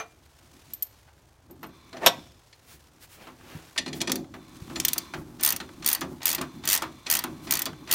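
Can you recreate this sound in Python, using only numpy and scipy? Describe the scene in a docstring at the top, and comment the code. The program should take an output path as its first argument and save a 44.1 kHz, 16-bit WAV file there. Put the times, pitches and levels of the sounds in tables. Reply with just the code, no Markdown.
"""A gloved mechanic works close by in a garage, sleeves rustling. First a clamp rings and a washer pings.
A ratchet wrench is picked up: it slides over the bodywork and clanks against it, exciting the sheet
metal's resonances. Its socket then knocks and rubs as it is seated on a nut. Last come quick strokes:
the pawl ticks over the teeth, slowing late in each back swing, and the socket knocks under the load."""
import sys
import numpy as np
from scipy import signal
from scipy.fft import rfft, irfft
from scipy.io import wavfile
from scipy.ndimage import uniform_filter1d, minimum_filter1d

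SR = 44100
rng = np.random.default_rng(int(sys.argv[2]) if len(sys.argv) > 2 else 0)


def dump_mix(stems):
    """Bounce the given channels to the path in sys.argv[1] as a 16-bit WAV at rate SR."""
    frames = np.atleast_2d(stems).T  # one column per channel
    limited = np.clip(frames, -1, 1)  # hard clip at full scale
    pcm = np.round(limited * 32767).astype(np.int16)
    wavfile.write(sys.argv[1], SR, pcm)


N = 350154
TIME = np.arange(N) / SR

# Spectral envelopes of the struck parts: frequency_hz, relative_db
HEAD_SPECTRUM = [(200, -28), (600, -32), (1100, -10.5), (2600, -1.5), (3300, -3), (6500, 2.5), (8000, -1.5),
                 (11000, -6.5), (16000, -20)]
BRACKET_SPECTRUM = [(150, -12), (400, -6), (800, 1.5), (1300, 2.5), (2100, -5), (3500, -10.5), (8000, -27)]
WASHER_SPECTRUM = [(1000, -12), (7000, 1.5), (13500, -7), (16000, -37)]
BOOM_SPECTRUM = [(35, -14.5), (65, -1.5), (150, 3), (280, -14.5), (900, -42.5)]
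# Resonances of wrench head, washer, hollow panel and nearby steel: centre_hz, width_hz, lift_db
HEAD_RESONANCES = [(3280, 70, 9), (3550, 60, 6.3), (4523, 150, 7.8), (6050, 200, 4.2)]
WASHER_RESONANCES = [(13500, 300, 36.7)]
PANEL_RESONANCES = [(150.7, 26, 6.5), (248.7, 37, 6.5), (328, 53, 6.5), (383, 54, 6), (554, 43, 7.5),
                    (724, 25, 7.5), (846, 21, 9.5)]
STEEL_RESONANCES = [(1080, 220, 9), (2300, 220, 6), (3520, 130, 8.5), (4080, 200, 7), (6050, 170, 4.5),
                    (7100, 120, 4.5)]
# Arm and hand shifting against the car: time_s, level_db
HAND_EFFORT = [(0.0, -62.5), (0.97, -69), (2.17, -55.5), (2.5, -70.5), (3.8, -54), (5.79, -47.5),
               (7.94, -48.5)]
# Back swings of the handle, with phase running from 0 to 1 between its turning points:
# first_tick_s, run_s, first_tick_phase, last_tick_phase, head_db
BACK_SWINGS = [(5.4344, 0.1281, 0.38, 0.98, -23.5), (5.8617, 0.0872, 0.37, 0.83, -24),
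               (6.2555, 0.0925, 0.35, 0.86, -23.5), (6.6752, 0.1, 0.23, 0.79, -21),
               (7.1002, 0.0895, 0.54, 0.86, -22), (7.5088, 0.11, 0.68, 0.89, -24),
               (7.9126, 0.0246, 0.37, 0.5, -20)]


def from_db(db):
    """Amplitude grows tenfold with every 20 dB."""
    return 10 ** (np.asarray(db) / 20)


def at_hz(points, hz):
    """Interpolation on a logarithmic frequency axis."""
    table = np.array(points)
    return np.interp(np.log(np.maximum(hz, 1)), np.log(table[:, 0]), table[:, 1])


def level(curve):
    """An amplitude envelope, linear in decibels between (time_s, level_db) points."""
    return from_db(np.interp(TIME, *np.transpose(curve)))


def flicker(depth_db, per_s):
    """Random amplitude modulation."""
    return from_db(depth_db * np.interp(TIME * per_s, np.arange(N), rng.standard_normal(N)))


def spell(start_s, end_s, edge_s):
    """A trapezoidal envelope: it fades in, holds and fades out."""
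    return np.clip(np.minimum(TIME - start_s, end_s - TIME) / edge_s + .5, 0, 1)


def noise():
    """White noise of unit power."""
    return rng.standard_normal(N)


def impacts(times, levels_db):
    """An ideally hard blow is an impulse; one falls at each time."""
    return np.bincount(np.round(times * SR).astype(int), from_db(levels_db), N)[:N]


def rattle(times, levels_db, rise_s, decay_s):
    """Each contact is a dense burst of tiny impacts; being incoherent, the bursts add in power."""
    t = TIME[:int(SR * 10 * (decay_s + rise_s))]
    shape = (1 - np.exp(-t / rise_s)) * np.exp(-t / decay_s)
    shape = shape / shape.max()
    power = np.zeros(N + len(t))
    for s, db in zip(times, levels_db):
        start = np.clip(round(s * SR), 0, N)
        power[start:start + len(t)] += (from_db(db) * shape) ** 2
    polarity = 2 * rng.integers(0, 2, N, dtype=np.int8) - 1
    return np.sqrt(power[:N]) * polarity


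def ring(start_s, modes):
    """Free vibration: struck metal rings as a sum of exponentially damped modes."""
    t = TIME[:2 * SR]
    tone = sum(from_db(db - 60 * t / t60) * np.sin(2 * np.pi * hz * t) for hz, db, t60 in modes)
    return np.pad(tone, (round(start_s * SR), N))[:N]


def body(x, spectrum, peaks=(), size=8192):
    """Forced vibration: a body filters x by its envelope and resonances; white noise keeps its power."""
    hz = np.arange(size // 2 + 1) * SR / size
    lift = 1 + sum((from_db(db) ** 2 - 1) / (1 + (2 * (hz - f) / width) ** 2) for f, width, db in peaks)
    bass_rolloff = (hz + 1) / (hz + spectrum[0][0] / 2)
    gain = from_db(at_hz(spectrum, hz)) * np.sqrt(np.abs(lift)) * bass_rolloff
    cepstrum = irfft(np.log(gain))
    cepstrum[1:size // 2] *= 2   # minimum phase: nothing sounds before its cause
    cepstrum[size // 2 + 1:] = 0
    response = irfft(np.exp(rfft(cepstrum)))
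    return signal.oaconvolve(x, response / np.linalg.norm(response))[:N]


def varied(peaks, vary_db=3.5, detune=0.007):
    """The striking point decides which resonances are favoured, and shifts them a little."""
    return [(hz * (1 + rng.normal(0, detune)), width, max(db + rng.normal(0, vary_db), 0))
            for hz, width, db in peaks]


def still_air(level_db=-60.0):
    """The ambient noise floor: steady and strongest in the bass."""
    air_spectrum = [(25, -9.5), (75, 7), (150, -3.5), (200, -29.5), (400, -12.5), (1000, -14.5),
                    (6000, -42), (16000, -53.5)]   # frequency_hz, relative_db
    return from_db(level_db) * body(noise(), air_spectrum)


def clothing():
    """Friction of cloth gives broadband noise: sleeves rustle and a glove brushes past."""
    rustling = [(0.0, -65), (0.7, -59), (1.4, -70), (2.12, -59.5), (2.4, -63), (3.15, -64), (3.7, -55),
                (3.85, -62), (4.3, -68), (4.9, -46.5), (5.15, -61), (7.94, -61)]   # time_s, level_db
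    cloth_spectrum = [(400, 4.5), (1000, 1), (6000, -2.5), (10500, -8), (16000, -12)]   # frequency_hz, relative_db
    swishes = [(2.719, 0.098, -50.5), (3.035, 0.047, -48.5), (3.137, 0.078, -51), (3.968, 0.052, -44.5),
               (7.455, 0.055, -49)]   # middle_s, length_s, level_db
    sleeve = body(level(rustling) * flicker(depth_db=3.0, per_s=190) * noise(), cloth_spectrum)
    brushing = sum(from_db(db) * np.exp(-(2 * (TIME - s) / length) ** 2) for s, length, db in swishes)
    glove = body(brushing * noise(), [(1500, 12.5), (8000, 5.7), (16000, 4.5)])
    return sleeve + glove


def arm_on_car(rumble_db=-0.5):
    """Soft contact excites mostly low frequencies: an arm shifts, drags and bumps on the car."""
    rumble_spectrum = [(30, -1), (70, 7), (330, 6), (480, -13.5), (1100, -8.5), (2500, -25.5), (6000, -27)]   # frequency_hz, relative_db
    dragging = [(3.05, -88.5), (3.22, -47.5), (3.36, -65), (3.52, -46.5), (3.7, -60.5), (3.8, -91)]   # time_s, level_db
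    soft_blows = [(3.549, -36.5), (4.614, -37.5)]   # start_s, level_db
    shifting = level(HAND_EFFORT) * flicker(depth_db=5.5, per_s=16) * noise()
    rumble = body(shifting, rumble_spectrum, PANEL_RESONANCES)
    forearm = body(level(dragging) * noise(), [(400, 1.5), (2600, -7), (8000, -22.0)])
    bumps = body(rattle(*np.transpose(soft_blows), rise_s=0.003, decay_s=0.011), BOOM_SPECTRUM)
    return from_db(rumble_db) * rumble + forearm + bumps


def garage(x, near_db=-14.0, near_t60_s=0.19, far_db=-23.0, edge_count=10):
    """Reverberation: early reflections off the car, then a steely tail whose top band dies first."""
    decay_times = [(100, 0.89), (1000, 0.28), (4000, 0.6), (8000, 1), (14000, .16)]   # frequency_hz, t60_s
    t, tail = TIME[:SR], 0
    edges = np.geomspace(50, 17000, edge_count)
    for low, high in zip(edges, edges[1:]):
        bandpass = signal.butter(2, [low, high], "band", fs=SR, output="sos")
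        band = signal.sosfilt(bandpass, rng.standard_normal(SR))
        tail = tail + band * from_db(-60 * t / at_hz(decay_times, np.sqrt(low * high)))
    early = rng.standard_normal(SR) * from_db(-60 * t / near_t60_s)
    near = body(early * (t > .003), [(100, 6.5), (4500, -11), (16000, -24.5)])[:SR]
    far = body(tail * (t > .008), [(100, 12.0), (6000, -18.5), (9000, -18.5)], STEEL_RESONANCES)[:SR]
    echoes = from_db(near_db) * near / np.linalg.norm(near) + from_db(far_db) * far / np.linalg.norm(far)
    return signal.oaconvolve(x, echoes)[:N]


def fidgets(tap_db=-52, tick_db=-64.0, scatter_db=1.5, count=36):
    """Light random impacts of fingers and loose parts, firmer as the hands work harder."""
    s = np.sort(rng.uniform(0, N / SR, count))
    effort = np.interp(s, *np.transpose(HAND_EFFORT))
    tap, tick = effort - effort.mean() - scatter_db * rng.standard_normal((2, count))
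    taps = rattle(s, tap + tap_db, rise_s=0.0019, decay_s=0.0032)
    ticks = rattle(s, tick + tick_db, rise_s=0.00018, decay_s=0.0011)
    return body(taps, BRACKET_SPECTRUM) + body(ticks, HEAD_SPECTRUM, HEAD_RESONANCES)


def hardware(touch_db=-32.5):
    """Contact noise, then free vibration: a clamp is let go and rings, and a washer pings."""
    pings = [(0.7351, -28), (0.8236, -21), (1.509, -45), (1.63, -46), (1.666, -51)]   # start_s, level_db
    # Natural modes: pitch_hz, level_db, t60_s
    clamp_modes = [(450, -41.5, 0.16), (694, -47, 0.3), (2389, -39, 0.24), (6180, -34, 0.087)]
    washer_modes = [(4400, -42, 0.8), (12280, -25, 0.12), (13300, -14, 0.16)]
    contacts = rattle(*np.transpose(pings), rise_s=0.00018, decay_s=0.0067)
    washer_ticks = body(contacts, WASHER_SPECTRUM, WASHER_RESONANCES)
    washer_ring = sum(from_db(db) * ring(s, washer_modes) for s, db in pings)
    clamp_touch = body(rattle([0], [touch_db], rise_s=0.00061, decay_s=0.016), BRACKET_SPECTRUM)
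    return washer_ticks + washer_ring + clamp_touch + ring(0, clamp_modes)


def rubbing(edge_s=.08):
    """Slow friction makes steel sing faintly; two parts in series sharpen the resonances."""
    rubs = [(1.699, 1.984, -64.5), (3.868, 3.936, -61), (4.37, 5.157, -64), (4.8, 5.1, -57.5),
            (5.627, 5.808, -65), (6.4, 7.94, -62)]   # tool drawn out, socket seated, nut turning: start_s, end_s, level_db
    pressure = sum(from_db(db) * spell(start, end, edge_s) for start, end, db in rubs)
    friction_spectrum = [(600, -8.0), (1100, 1.5), (6000, -3.5), (8000, -22.5)]
    first_part = body(pressure * noise(), friction_spectrum, STEEL_RESONANCES)
    return body(first_part, [(100, 0)], STEEL_RESONANCES)


def gear_drag(drag_db=-13.5, lead_s=0.045, swing_s=0.19):
    """Sliding friction in the gear swells and fades with the speed of each back swing."""
    gear_spectrum = [(400, 1.5), (1100, 8), (1900, 0.5), (2600, 4.5), (12000, -13.5)]   # frequency_hz, relative_db
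    drag = 0
    for start, *_, head_db in BACK_SWINGS:
        progress = np.clip((TIME - start + lead_s) / swing_s, 0, 1)
        drag = drag + from_db(head_db + drag_db) * np.sin(np.pi * progress)
    return body(drag * flicker(depth_db=3.5, per_s=420) * noise(), gear_spectrum, [(1890, 85, 14.3)])


def wrench_pick_up(glint_db=-4, crash_db=-1.5):
    """Friction, then impact: the wrench slides on sheet metal, strikes and bounces; its handle rings."""
    sliding = [(1.92, -78.5), (1.935, -45), (2.005, -49), (2.022, -31), (2.06, -28), (2.075, -98)]   # time_s, level_db
    clanks = [(2.0619, -3.5), (2.0616, -16), (2.069, -6.5), (2.0795, -28.5)]   # start_s, level_db
    # Sheet metal, rubbed and struck: frequency_hz, relative_db
    slide_spectrum = [(100, -20.5), (300, -5), (700, -4), (1100, -11), (2000, -17.5), (14000, -42.5)]
    sheet_spectrum = [(70, -36), (150, -8.5), (550, -5.5), (1000, 0.5), (2000, -7.5), (3700, 6.5),
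                      (4700, -8.5), (8500, -11.5), (10300, -19), (13500, -9), (16000, -37)]
    sheet_resonances = [(520, 40, 14), (710, 60, 12), (850, 30, 7.5), (2460, 120, 4.3), (5570, 170, 13)]   # centre_hz, width_hz, lift_db
    handle_modes = [(5140, -62.5, 1.44)]   # pitch_hz, level_db, t60_s
    s, db = np.transpose(clanks)
    catching = flicker(depth_db=2.5, per_s=200)
    slide = body(level(sliding) * catching * noise(), slide_spectrum, [(680, 75, 6.1), (1850, 200, 8)])
    blows = rattle(s, db + crash_db, rise_s=0.000083, decay_s=0.0088)
    crash = body(blows, sheet_spectrum, sheet_resonances)
    first_touch = rattle([s[1]], [glint_db], rise_s=0.000227, decay_s=.002)
    glint = body(first_touch, WASHER_SPECTRUM, WASHER_RESONANCES)
    return slide + crash + glint + ring(s[0], handle_modes)


def knocks(thud_db=-2.5, boom_db=-13.0, clack_db=0.5, slack_s=0.0388, colours=3):
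    """Structure-borne sound: the socket clinks, the bracket clacks, the panel thuds and then booms."""
    # Tool handled, seated and loaded: start_s, thud_db, clack_db, clink_db
    work_knocks = [(1.077, -73, -56, -78), (1.496, -46, -60.5, -83), (1.629, -41.5, -38, -71.5),
                   (1.928, -44.5, -48, -47.5), (1.967, -42, -45, -44.5), (2.068, -51, -28, -46),
                   (2.527, -78, -75, -49.5), (3.269, -46.5, -42.5, -71), (3.76, -70, -39.5, -51),
                   (3.777, -37, -44, -19), (3.781, -60, -54, -21.5), (3.8604, -34, -43, -35),
                   (3.878, -40, -57, -33), (3.929, -35, -69, -33.5), (4.004, -31, -55, -28.5),
                   (4.013, -50, -39, -32), (4.073, -32, -39, -26.5), (4.094, -28, -37, -29.5),
                   (4.156, -31.5, -63, -35.5), (4.338, -43.5, -42, -52), (4.697, -40, -43, -69),
                   (4.757, -38.5, -40.5, -30.5), (4.956, -41, -42, -57), (5.136, -40, -34.5, -38),
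                   (5.601, -39, -36.5, -34), (6.014, -31.5, -30.5, -33), (6.38, -32.5, -38.5, -34.5),
                   (6.41, -43, -31.5, -39), (6.82, -36.5, -28.5, -38), (7.066, -69, -54, -30),
                   (7.2374, -34.5, -31, -42), (7.66, -36, -35, -29.5)]
    # Spectral envelopes: frequency_hz, relative_db
    panel_spectrum = [(60, -28.5), (150, -4.5), (260, 0.5), (370, -1.5), (450, -11.5), (800, -14),
                      (2000, -73)]
    socket_spectrum = [(500, -8.5), (1500, -15), (1850, -1), (4600, -1.5), (6500, -9), (10000, -15),
                       (16000, -44.5)]
    # Resonances: centre_hz, width_hz, lift_db
    bracket_resonances = [(1194, 37, 3.7)]
    socket_resonances = [(1850, 50, 11), (2480, 70, 8.4), (3420, 99, 4.3), (4210, 120, 7), (4900, 80, 4.2),
                         (5920, 63, 13), (7080, 24, 13)]
    # The handle turns back and frees the socket slack_s before each swing's first tick.
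    releases = [(start - slack_s, -46.5, -46.0, -40.0) for start, *_ in BACK_SWINGS]
    s, thud, clack, clink = np.transpose(work_knocks + releases)
    bounce = flicker(depth_db=1.5, per_s=500)   # loose parts touch again and again
    thuds = rattle(s, thud + thud_db, rise_s=0.0024, decay_s=0.047)
    panel = body(thuds, panel_spectrum, PANEL_RESONANCES)
    boom = body(rattle(s + 0.026, thud + boom_db, rise_s=0.017, decay_s=0.015), BOOM_SPECTRUM)
    clacks = bounce * rattle(s, clack + clack_db, rise_s=0.0018, decay_s=0.017)
    bracket = body(clacks, BRACKET_SPECTRUM, bracket_resonances)
    socket = 0
    for k in range(colours):
        clinks = bounce * rattle(s[k::colours], clink[k::colours], rise_s=0.0016, decay_s=0.0075)
        socket = socket + body(clinks, socket_spectrum, varied(socket_resonances))
    return panel + boom + bracket + socket


def swing_ticks(head_fade_db=3.5, head_share=0.35):
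    """Harmonic motion past evenly spaced teeth: the ticks spread out as the handle slows."""
    tooth_drops = [(-18, -16, -18.5, -21, -21, -23, -24.5, -29), (-19, -22, -17.5, -28, -27, -16.5, -24),
                   (-17, -23, -25, -22, -25, -27.5, -26, -23.5),
                   (-24, -23, -25, -24, -23, -17.5, -21, -21, -30, -28),
                   (-21, -18.5, -20, -21, -22, -24, -25.5), (-19, -21, -24, -27, -30, -24.5, -21.5),
                   (-21, -18.5, -19.5)]   # one row a swing: pawl_db for each tooth
    ticks = []
    for (start, run, first, last, head_db), pawl_db in zip(BACK_SWINGS, tooth_drops):
        tooth_positions = np.linspace(np.cos(np.pi * first), np.cos(np.pi * last), len(pawl_db))
        phase = np.arccos(tooth_positions)
        progress = (phase - phase[0]) / (phase[-1] - phase[0])
        settling_db = head_db - head_fade_db * progress ** 2
        extra_force_db = np.array(pawl_db) - np.mean(pawl_db)
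        ticks += zip(start + run * progress, settling_db + head_share * extra_force_db, pawl_db)
    return np.array(ticks)


def ratchet(snap_db=1.5, chatter_db=1.0, shake_db=1.0,
            land_s=0.00066, land_pawl_db=14.0, land_head_db=13, colours=5):
    """Impact excitation: the pawl snaps onto each tooth, lands, chatters and sets the head ringing."""
    # The pawl slips one tooth, or locks as the handle turns round: start_s, head_db, pawl_db
    lone_ticks = [(4.015, -22, -50), (4.118, -20.5, -26), (4.1563, -32, -31), (4.7998, -22, -34),
                  (4.8495, -18.5, -21), (4.8825, -19, -21), (4.932, -25, -20.5), (4.9801, -23.5, -23),
                  (5.409, -37, -37), (5.4288, -37, -24), (5.8455, -34, -55), (6.009, -34, -37),
                  (6.2305, -34, -40), (6.414, -32.5, -35), (6.6533, -32.5, -33.5), (6.8215, -31.5, -42),
                  (7.2388, -31.5, -31), (7.6558, -29, -31.5)]
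    pawl_spectrum = [(3000, -32), (7000, -18), (8200, -6.5), (11800, 1.5), (14000, 1.5), (15400, 4),
                     (16500, -36)]   # frequency_hz, relative_db
    pawl_resonances = [(8980, 170, 18), (9840, 140, 12.4), (11130, 200, 6.2), (13300, 200, 12.6),
                       (14800, 260, 7.2), (15200, 220, 4.4)]   # centre_hz, width_hz, lift_db
    ticks = np.vstack([lone_ticks, swing_ticks()])
    out = 0
    for k in range(colours):   # successive teeth differ in timbre
        s, head, pawl = ticks[k::colours].T
        snap = rattle(s, pawl + snap_db, rise_s=0.0004, decay_s=0.001)
        chatter = rattle(s, pawl + chatter_db, rise_s=0.0004, decay_s=0.0036)
        shake = rattle(s, head + shake_db, rise_s=0.0004, decay_s=0.0048)
        landing = impacts(s + land_s, pawl + land_pawl_db)
        jolt = impacts(s + land_s, head + land_head_db)
        out = out + body(snap + landing + chatter, pawl_spectrum, varied(pawl_resonances))
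        out = out + body(jolt + shake, HEAD_SPECTRUM, varied(HEAD_RESONANCES))
    return out


def scene(clank_room_db=-2.5):
    """Superposition of the direct work sounds, their reverberation and the background."""
    work = ratchet() + gear_drag() + rubbing() + knocks() + fidgets() + hardware()
    clank = wrench_pick_up()
    reverberation = garage(work + from_db(clank_room_db) * clank)
    background = clothing() + arm_on_car() + still_air()
    return (work + clank + reverberation + background)[None]


def record(dry, ceiling=.9, cutoff_hz=16100):
    """Fast limiting holds down the loudest peaks; a steep low-pass filter cuts the top."""
    allowed = ceiling / np.maximum(np.abs(dry), ceiling)
    gain = uniform_filter1d(minimum_filter1d(allowed, size=90), size=60)
    lowpass = signal.ellip(10, .2, 80, cutoff_hz, fs=SR, output="sos")
    return signal.sosfilt(lowpass, gain * dry)


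dry = scene()
out = record(dry)
dump_mix(out)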